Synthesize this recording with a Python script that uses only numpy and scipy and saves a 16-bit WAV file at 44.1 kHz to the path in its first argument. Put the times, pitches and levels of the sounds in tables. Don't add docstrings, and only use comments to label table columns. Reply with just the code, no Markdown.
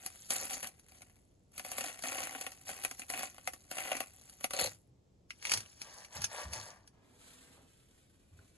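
import sys
import numpy as np
from scipy import signal
from scipy.fft import rfft, irfft, next_fast_len
from scipy.io import wavfile

SR = 44100
rng = np.random.default_rng(int(sys.argv[2]) if len(sys.argv) > 2 else 0)


def master_out(mix):
    frames = np.transpose(np.atleast_2d(mix))
    ceiling = np.clip(frames, -1, 1)
    pcm = np.round(ceiling * 32767).astype(np.int16)
    wavfile.write(sys.argv[1], SR, pcm)


N = 377923
TIME_S = np.arange(N) / SR
FFT_LENGTH = next_fast_len(N)
FFT_HZ = np.maximum(np.fft.rfftfreq(FFT_LENGTH, 1 / SR), 1)

# frequency in Hz, relative level in dB.
AIR_COLOUR = [(20, -20), (69, -2.5), (549, -17.5), (1490, -36.5), (7910, -37.5), (8570, -49),
              (12500, -43.5)]
# frequency in Hz, correlation.
AIR_LIKENESS = [(60, 0.88), (280, 0.83), (590, 0), (1300, 0), (12000, 0.48)]
# frequency in Hz, left over right in dB.
LEFT_OVER_RIGHT = [(300, 0.5), (700, 3), (1500, 5), (4000, 4.5), (7000, 0.)]
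# frequency in Hz, lead of the left port in radians.
LEFT_LEAD_RAD = [(860, -0.3), (1290, 0.6), (2670, 2.4), (3700, 0.2), (4570, 0), (4820, -3.1), (5940, -3.2),
                 (6370, -6), (7670, -6.6), (8350, -9.2), (9650, -9.5), (10600, -12.5)]
# start in seconds, level in dB, frequency in Hz.
WORKTOP_BUMPS = [(4.603, -48.5, 97), (4.873, -63, 125), (5.524, -52.5, 100), (6.155, -48, 101),
                 (6.442, -48.5, 69.4), (6.558, -54.5, 104.6), (8.308, -56.5, 83), (8.36, -65, 92)]

# time in seconds, rustle in dB, dull rubbing in dB.
BRAN_DIGGING = [(6.93, -108, -72.5), (7.07, -74.5, -70), (7.28, -59.5, -71), (7.64, -69.5, -66.5),
                (7.76, -69.5, -95), (8.3, -75.5, -97), (8.42, -69, -69.5), (8.57, -72.5, -104)]
# frequency in Hz, relative level in dB.
BRAN_COLOUR = [(500, -19), (1500, -6), (3000, -5.5), (5500, -10.5), (8000, -5.5), (12500, -9)]
# frequency in Hz, width in Hz, relative level in dB.
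TUB_RESONANCES = [(250, 26, -4.5), (454, 530, -14)]
# time in seconds, crack level in dB, ringing in dB above it.
NAIL_TAPS = [(8.39, -57.5, -5.5)]
# frequency in Hz, width in Hz, relative level in dB.
WALL_RESONANCES = [(1440, 200, 0)]

# start in seconds, length in seconds, crisp level at start in dB,
# at end in dB, body ringing in dB above it.
HAND_PULLS = [(5.445, 0.1, -49, -36, -12.5), (5.84, 0.18, -53, -52.5, -6.5), (6.158, 0.014, -41.5, -42, -7),
              (6.32, 0.086, -46.5, -39, -4.5), (6.54, 0.014, -44, -39, -7.5), (6.63, 0.085, -47, -56, -29)]
# time in seconds, crisp level in dB, body ringing in dB.
FINGERS_HOLDING = [(5.296, -64.5, -95), (5.8, -58, -80), (6.3, -97, -83), (6.7, -80, -55),
                   (6.95, -78, -87.5)]
# time in seconds, relative crack level in dB,
# body ringing in dB above it.
STICKY_TICKS = [(5.3055, -42.5, 2), (5.4252, -43, -4), (5.452, -32.5, -2.5), (5.469, -36.5, -3),
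                (5.495, -31.5, -8.5), (5.5173, -20.5, -10), (5.5374, -20.5, -36), (5.5734, -29.5, -46),
                (5.604, -37.5, -35), (5.8168, -32, -40), (6.0476, -42.5, -11), (6.2187, -29.5, -34),
                (6.242, -21, -14), (6.5331, -30, -29), (6.8758, -49, -43)]
# frequency in Hz, relative level in dB.
STICKY_COLOUR = [(150, -14.5), (1000, -11.5), (2300, -1), (3300, -3), (4600, -0.5), (7200, 2.5), (9000, -5),
                 (10500, -5.5), (12500, -19)]
# frequency in Hz, width in Hz, relative level in dB.
LOOSE_RESONANCES = [(550, 200, -6), (940, 290, -6.5), (1160, 28, -0.5), (1750, 340, -8)]
# frequency in Hz, width in Hz, relative level in dB.
GAP_RESONANCES = [(2450, 650, 11), (1150, 300, -4)]

# start in seconds, length in seconds, crisp level at start in dB,
# at end in dB, body ringing in dB above it.
KNIFE_STROKES = [(0.305, 0.14, -31, -37, -11.5), (0.495, 0.067, -44, -39.5, -9),
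                 (0.638, 0.07, -36, -66.5, -5.5), (0.88, 0.081, -66, -55, -13),
                 (1.685, 0.22, -49.5, -42.5, -4), (2.042, 0.2, -42, -40, -3.5),
                 (2.24, 0.19, -50.5, -47, -3), (2.67, 0.25, -42, -59.5, -7),
                 (3.095, 0.15, -45, -41.5, -3.5), (3.712, 0.17, -48, -38, -4.5),
                 (3.92, 0.1, -41.5, -55.5, 0.5), (4.538, 0.056, -41.5, -37, -7),
                 (4.592, 0.074, -30, -37, -10.5)]
# time in seconds, crisp level in dB, body ringing in dB.
BLADE_LEANING = [(0.0, -51.5, -59.5), (0.3, -50, -73), (0.72, -69.5, -78.5), (1.12, -66, -75),
                 (1.48, -85.5, -104.5), (1.556, -51, -61), (2.502, -57.5, -69.5), (3.049, -56.5, -70.5),
                 (3.35, -58, -67.5), (3.7, -60.5, -73), (4.399, -57, -70), (4.899, -80, -100)]
# time in seconds, relative crack level in dB,
# body ringing in dB above it.
FIBRE_SNAPS = [(0.062, -23.5, -15.5), (0.3049, -21, -17), (0.4994, -28, -18), (0.5318, -24, -17),
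               (0.606, -35, -22), (0.6285, -27, -6.5), (0.671, -28.5, -35), (0.7956, -45.5, -45),
               (1.0187, -39, -6.5), (1.579, -29.5, -12.5), (1.595, -29, -7), (1.648, -31.5, -6),
               (1.663, -34, -9), (1.716, -26.5, -12), (1.782, -23, -9), (1.808, -26, -4.5),
               (1.84, -34.5, -1.5), (1.873, -34.5, -19), (1.9903, -35, -11), (2.023, -30.5, -20),
               (2.0365, -28.5, -1.5), (2.146, -32.5, -12), (2.185, -34.5, -2), (2.349, -40, 6.5),
               (2.411, -28, -47), (2.465, -27.5, -4), (2.518, -36, -10.5), (2.6908, -33, -1.5),
               (2.8362, -25.5, -11.5), (2.8485, -20.5, -3.5), (2.9114, -27.5, -8), (2.9944, -28, -11.5),
               (3.018, -39, 0.5), (3.1, -22, -13), (3.137, -32, 1.5), (3.192, -26, -8),
               (3.3807, -44.5, 3.5), (3.474, -23, -3.5), (3.5344, -31, -10), (3.713, -28, -8.5),
               (3.782, -28.5, -2.5), (3.804, -36.5, -2), (3.916, -31, 4.5), (3.968, -28.5, -8),
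               (4.004, -24, -6), (4.296, -38, -40), (4.408, -37.5, -7), (4.442, -19, -6),
               (4.507, -27.5, -6.5), (4.5343, -27.5, -9.5)]
# frequency in Hz, relative level in dB.
CRISP_COLOUR = [(230, -5.5), (1000, -7), (3100, -2.5), (4200, 2), (5500, -2), (7000, 9), (9000, 3.5),
                (11200, 1.5), (12500, -8)]
# frequency in Hz, width in Hz, relative level in dB.
HELD_RESONANCES = [(262.4, 41, -6.5), (540, 80, -5), (753, 55.7, 1.5), (1130, 106, -7.5), (1415, 180, -7.5),
                   (1954, 350, -4.5), (2653, 480, -4.5)]
# frequency in Hz, width in Hz, relative level in dB.
TRAY_RESONANCES = [(4200, 330, -2), (515, 140, 0.5)]

AIR_DB = -67.5
ROOM_T60_S, ROOM_DB, ROOM_REDRAW_S = 0.081, -6, 0.25
BUMP_RUMBLE_RATIO, BUMP_FILTER_WIDTH_HZ = 0.72, 98
STROKE_RISE_DB_PER_S, STROKE_FALL_DB_PER_S = 2500, 315.5
PULL_RISE_DB_PER_S, PULL_FALL_DB_PER_S = 410, 215
SWELL_DB, SWELL_DB_PER_S = -12, 1208.5
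CRACK_RISE_S, CRACK_TICK_T60_S = 0.0004, 0.009
CELL_T60_S, BAND_CELL_T60_S = 0.0045, 0.006
THROUGH_S, LIFT_S, TRAY_DB = 4.53, 4.68, -3.5
STOPBAND_HZ = 13000


def amp(db):
    return 10 ** (np.asarray(db) / 20)


def rms_one(x):
    return x / np.sqrt(np.mean(x ** 2) + 1e-20)


def levels(rows):
    times_s, *columns_db = np.transpose(rows)
    return [amp(np.interp(TIME_S, times_s, db, left=-200, right=-200)) for db in columns_db]


def at_hz(points):
    hz, value = np.transpose(points)
    return np.interp(np.log(FFT_HZ), np.log(hz), value)


def shaped(x, gain):
    return irfft(rfft(x, FFT_LENGTH) * gain, FFT_LENGTH)[..., :N]


def noise(colour, channels=1):
    white = rng.standard_normal((channels, N))
    return rms_one(shaped(white, amp(at_hz(colour))))


def decay(clicks, t60_s):
    step_gain = amp(-60 / (max(t60_s, 0.002) * SR))
    return signal.lfilter([1], [1, -step_gain], clicks + 1e-18)


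def resonate(x, modes):
    out, power = 0, 0
    for k, (hz, width_hz, db) in enumerate(modes):
        radius = np.exp(-np.pi * width_hz / SR)
        edge = (1 - radius ** 2) / 2
        poles = [1, -2 * radius * np.cos(2 * np.pi * hz / SR), radius ** 2]
        out = out + (-1) ** k * amp(db) * signal.lfilter([edge, 0, -edge], poles, x)
        power += amp(2 * db) * np.pi * width_hz / SR
    return out / np.sqrt(power)


def crackle(per_s, spread_db, t60_s, smooth):
    sizes = amp(spread_db * np.minimum(rng.exponential(1, N), 2.3))
    starts = rng.random(N) < per_s / SR
    return rms_one(rms_one(decay(sizes * starts, t60_s)) + smooth)


def cracks(events, t60_s):
    crisp, body = np.zeros((2, N))
    t = np.arange(SR // 8) / SR
    before_s = t[SR // 40::-1]
    swell = amp(SWELL_DB - SWELL_DB_PER_S * before_s)
    tail = amp(-3 - 60 * t / t60_s)
    tick = amp(8 - 60 * t / CRACK_TICK_T60_S)
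    shape = (tail + tick) * (1 - np.exp(-t / CRACK_RISE_S))
    for start_s, db, body_db in events:
        i = round(start_s * SR)
        crisp[i:i + len(t)] += amp(db) * shape
        crisp[i - len(swell):i] += amp(db) * swell
        body[i:i + len(t)] += amp(db + body_db) * shape
    return crisp, body


def moves(rows, rise_db_per_s, fall_db_per_s, resting):
    crisp, body = levels(resting)
    for start_s, length_s, first_db, last_db, body_db in rows:
        end_s = start_s + length_s
        corners_s = [start_s - 1, start_s, end_s, end_s + 1]
        corners_db = [first_db - rise_db_per_s, first_db, last_db, last_db - fall_db_per_s]
        gain = amp(np.interp(TIME_S, corners_s, corners_db))
        crisp, body = crisp + gain, body + gain * amp(body_db)
    return crisp, body


def flesh(motion, events, colour, rubbed, knocked, per_s, spread_db, smooth, crack_db):
    crisp, body = motion
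    crack, knock = cracks(events, 0.048)
    shared = crackle(per_s, spread_db, CELL_T60_S, smooth)
    hiss, out = noise(colour)[0], 0
    edges_hz = np.geomspace(150, 14000, num=8)
    for low_hz, high_hz in zip(edges_hz, edges_hz[1:]):
        grain = rms_one(shared + 0.4 * crackle(per_s, spread_db, BAND_CELL_T60_S, 0))
        band_filter = signal.butter(2, [low_hz, high_hz], "band", fs=SR, output="sos")
        band = signal.sosfilt(band_filter, hiss)
        out = out + band * (crisp * grain + amp(crack_db) * crack)
    white = rng.standard_normal(N)
    rubbing = resonate(white * body * shared, rubbed)
    knocking = resonate(white * amp(crack_db) * knock, knocked)
    return out + rubbing + knocking


def ports(x, shade):
    half = amp(shade * at_hz(LEFT_OVER_RIGHT) / 2)
    lead_rad = np.interp(FFT_HZ, *np.transpose(LEFT_LEAD_RAD))
    return shaped(x, np.array([half * np.exp(1j * lead_rad), 1 / half]))


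def air():
    alike = np.clip(at_hz(AIR_LIKENESS), -1, 1)
    mid, side = noise(AIR_COLOUR, channels=2)
    mid = shaped(mid, np.sqrt(1 + alike))
    side = shaped(side, np.sqrt(1 - alike))
    return amp(AIR_DB) * rms_one(np.array([mid + side, mid - side]))


def kitchen(x):
    hop, t = round(ROOM_REDRAW_S * SR), np.arange(SR // 8) / SR
    fade = np.hanning(2 * hop)
    x, out = np.pad(x, hop), np.zeros((2, N + SR))
    for i in range(0, N + hop, hop):
        tail = rng.standard_normal((2, len(t))) * amp(-60 * t / ROOM_T60_S) * (t > 0.002)
        tail /= np.sqrt(np.sum(tail ** 2, axis=1, keepdims=True))
        piece = x[i:i + 2 * hop]
        faded = piece * fade[:len(piece)]
        wet = signal.fftconvolve(faded[None], tail, axes=1)
        out[:, i:i + wet.shape[1]] += wet
    return amp(ROOM_DB) * out[:, hop:hop + N]


def bumps():
    out, t = np.zeros(N + SR), np.arange(SR // 5) / SR
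    swell = t / 0.035 * np.exp(1 - t / 0.032)
    for start_s, db, hz in WORKTOP_BUMPS:
        i = round(start_s * SR)
        mode = [(hz, BUMP_FILTER_WIDTH_HZ, 0)]
        rumble = rms_one(resonate(resonate(rng.standard_normal(len(t)), mode), mode))
        tone = np.sin(2 * np.pi * hz * t)
        out[i:i + len(t)] += amp(db) * swell * (tone + BUMP_RUMBLE_RATIO * rumble)
    return out[:N]


def bran():
    rustle, rub = levels(BRAN_DIGGING)
    clumps = crackle(per_s=87, spread_db=0.54, t60_s=0.045, smooth=1.8)
    grains = rustle * clumps * noise(BRAN_COLOUR)[0]
    tap_envelope = cracks(NAIL_TAPS, 0.034)[1]
    tap = resonate(tap_envelope * rng.standard_normal(N), WALL_RESONANCES)
    rub = rub * crackle(per_s=120, spread_db=2.2, t60_s=0.027, smooth=2.2)
    return grains + tap + resonate(rub * rng.standard_normal(N), TUB_RESONANCES)


def parting():
    motion = moves(HAND_PULLS, PULL_RISE_DB_PER_S, PULL_FALL_DB_PER_S, FINGERS_HOLDING)
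    return flesh(motion, STICKY_TICKS, STICKY_COLOUR, rubbed=LOOSE_RESONANCES, knocked=GAP_RESONANCES,
                 per_s=180, spread_db=7.2, smooth=2.7, crack_db=-0.4)


def tray(cut):
    grating = cut * (TIME_S > THROUGH_S) * (TIME_S < LIFT_S)
    return amp(TRAY_DB) * resonate(grating, TRAY_RESONANCES)


def cutting():
    motion = moves(KNIFE_STROKES, STROKE_RISE_DB_PER_S, STROKE_FALL_DB_PER_S, BLADE_LEANING)
    cut = flesh(motion, FIBRE_SNAPS, CRISP_COLOUR, rubbed=HELD_RESONANCES, knocked=HELD_RESONANCES,
                per_s=150, spread_db=5.6, smooth=0.85, crack_db=-6.5)
    return cut + tray(cut)


def scene():
    dug, parted, cut = bran(), parting(), cutting()
    near = ports(cut, 1) + ports(parted, 0.75) + ports(dug, -0.21)
    reflected = kitchen(cut + parted + 2 * dug)
    return near + reflected + bumps() + air()


def record(dry):
    low_pass = signal.cheby2(12, 60, STOPBAND_HZ, fs=SR, output="sos")
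    return signal.sosfilt(low_pass, dry)


dry = scene()
out = record(dry)
master_out(out)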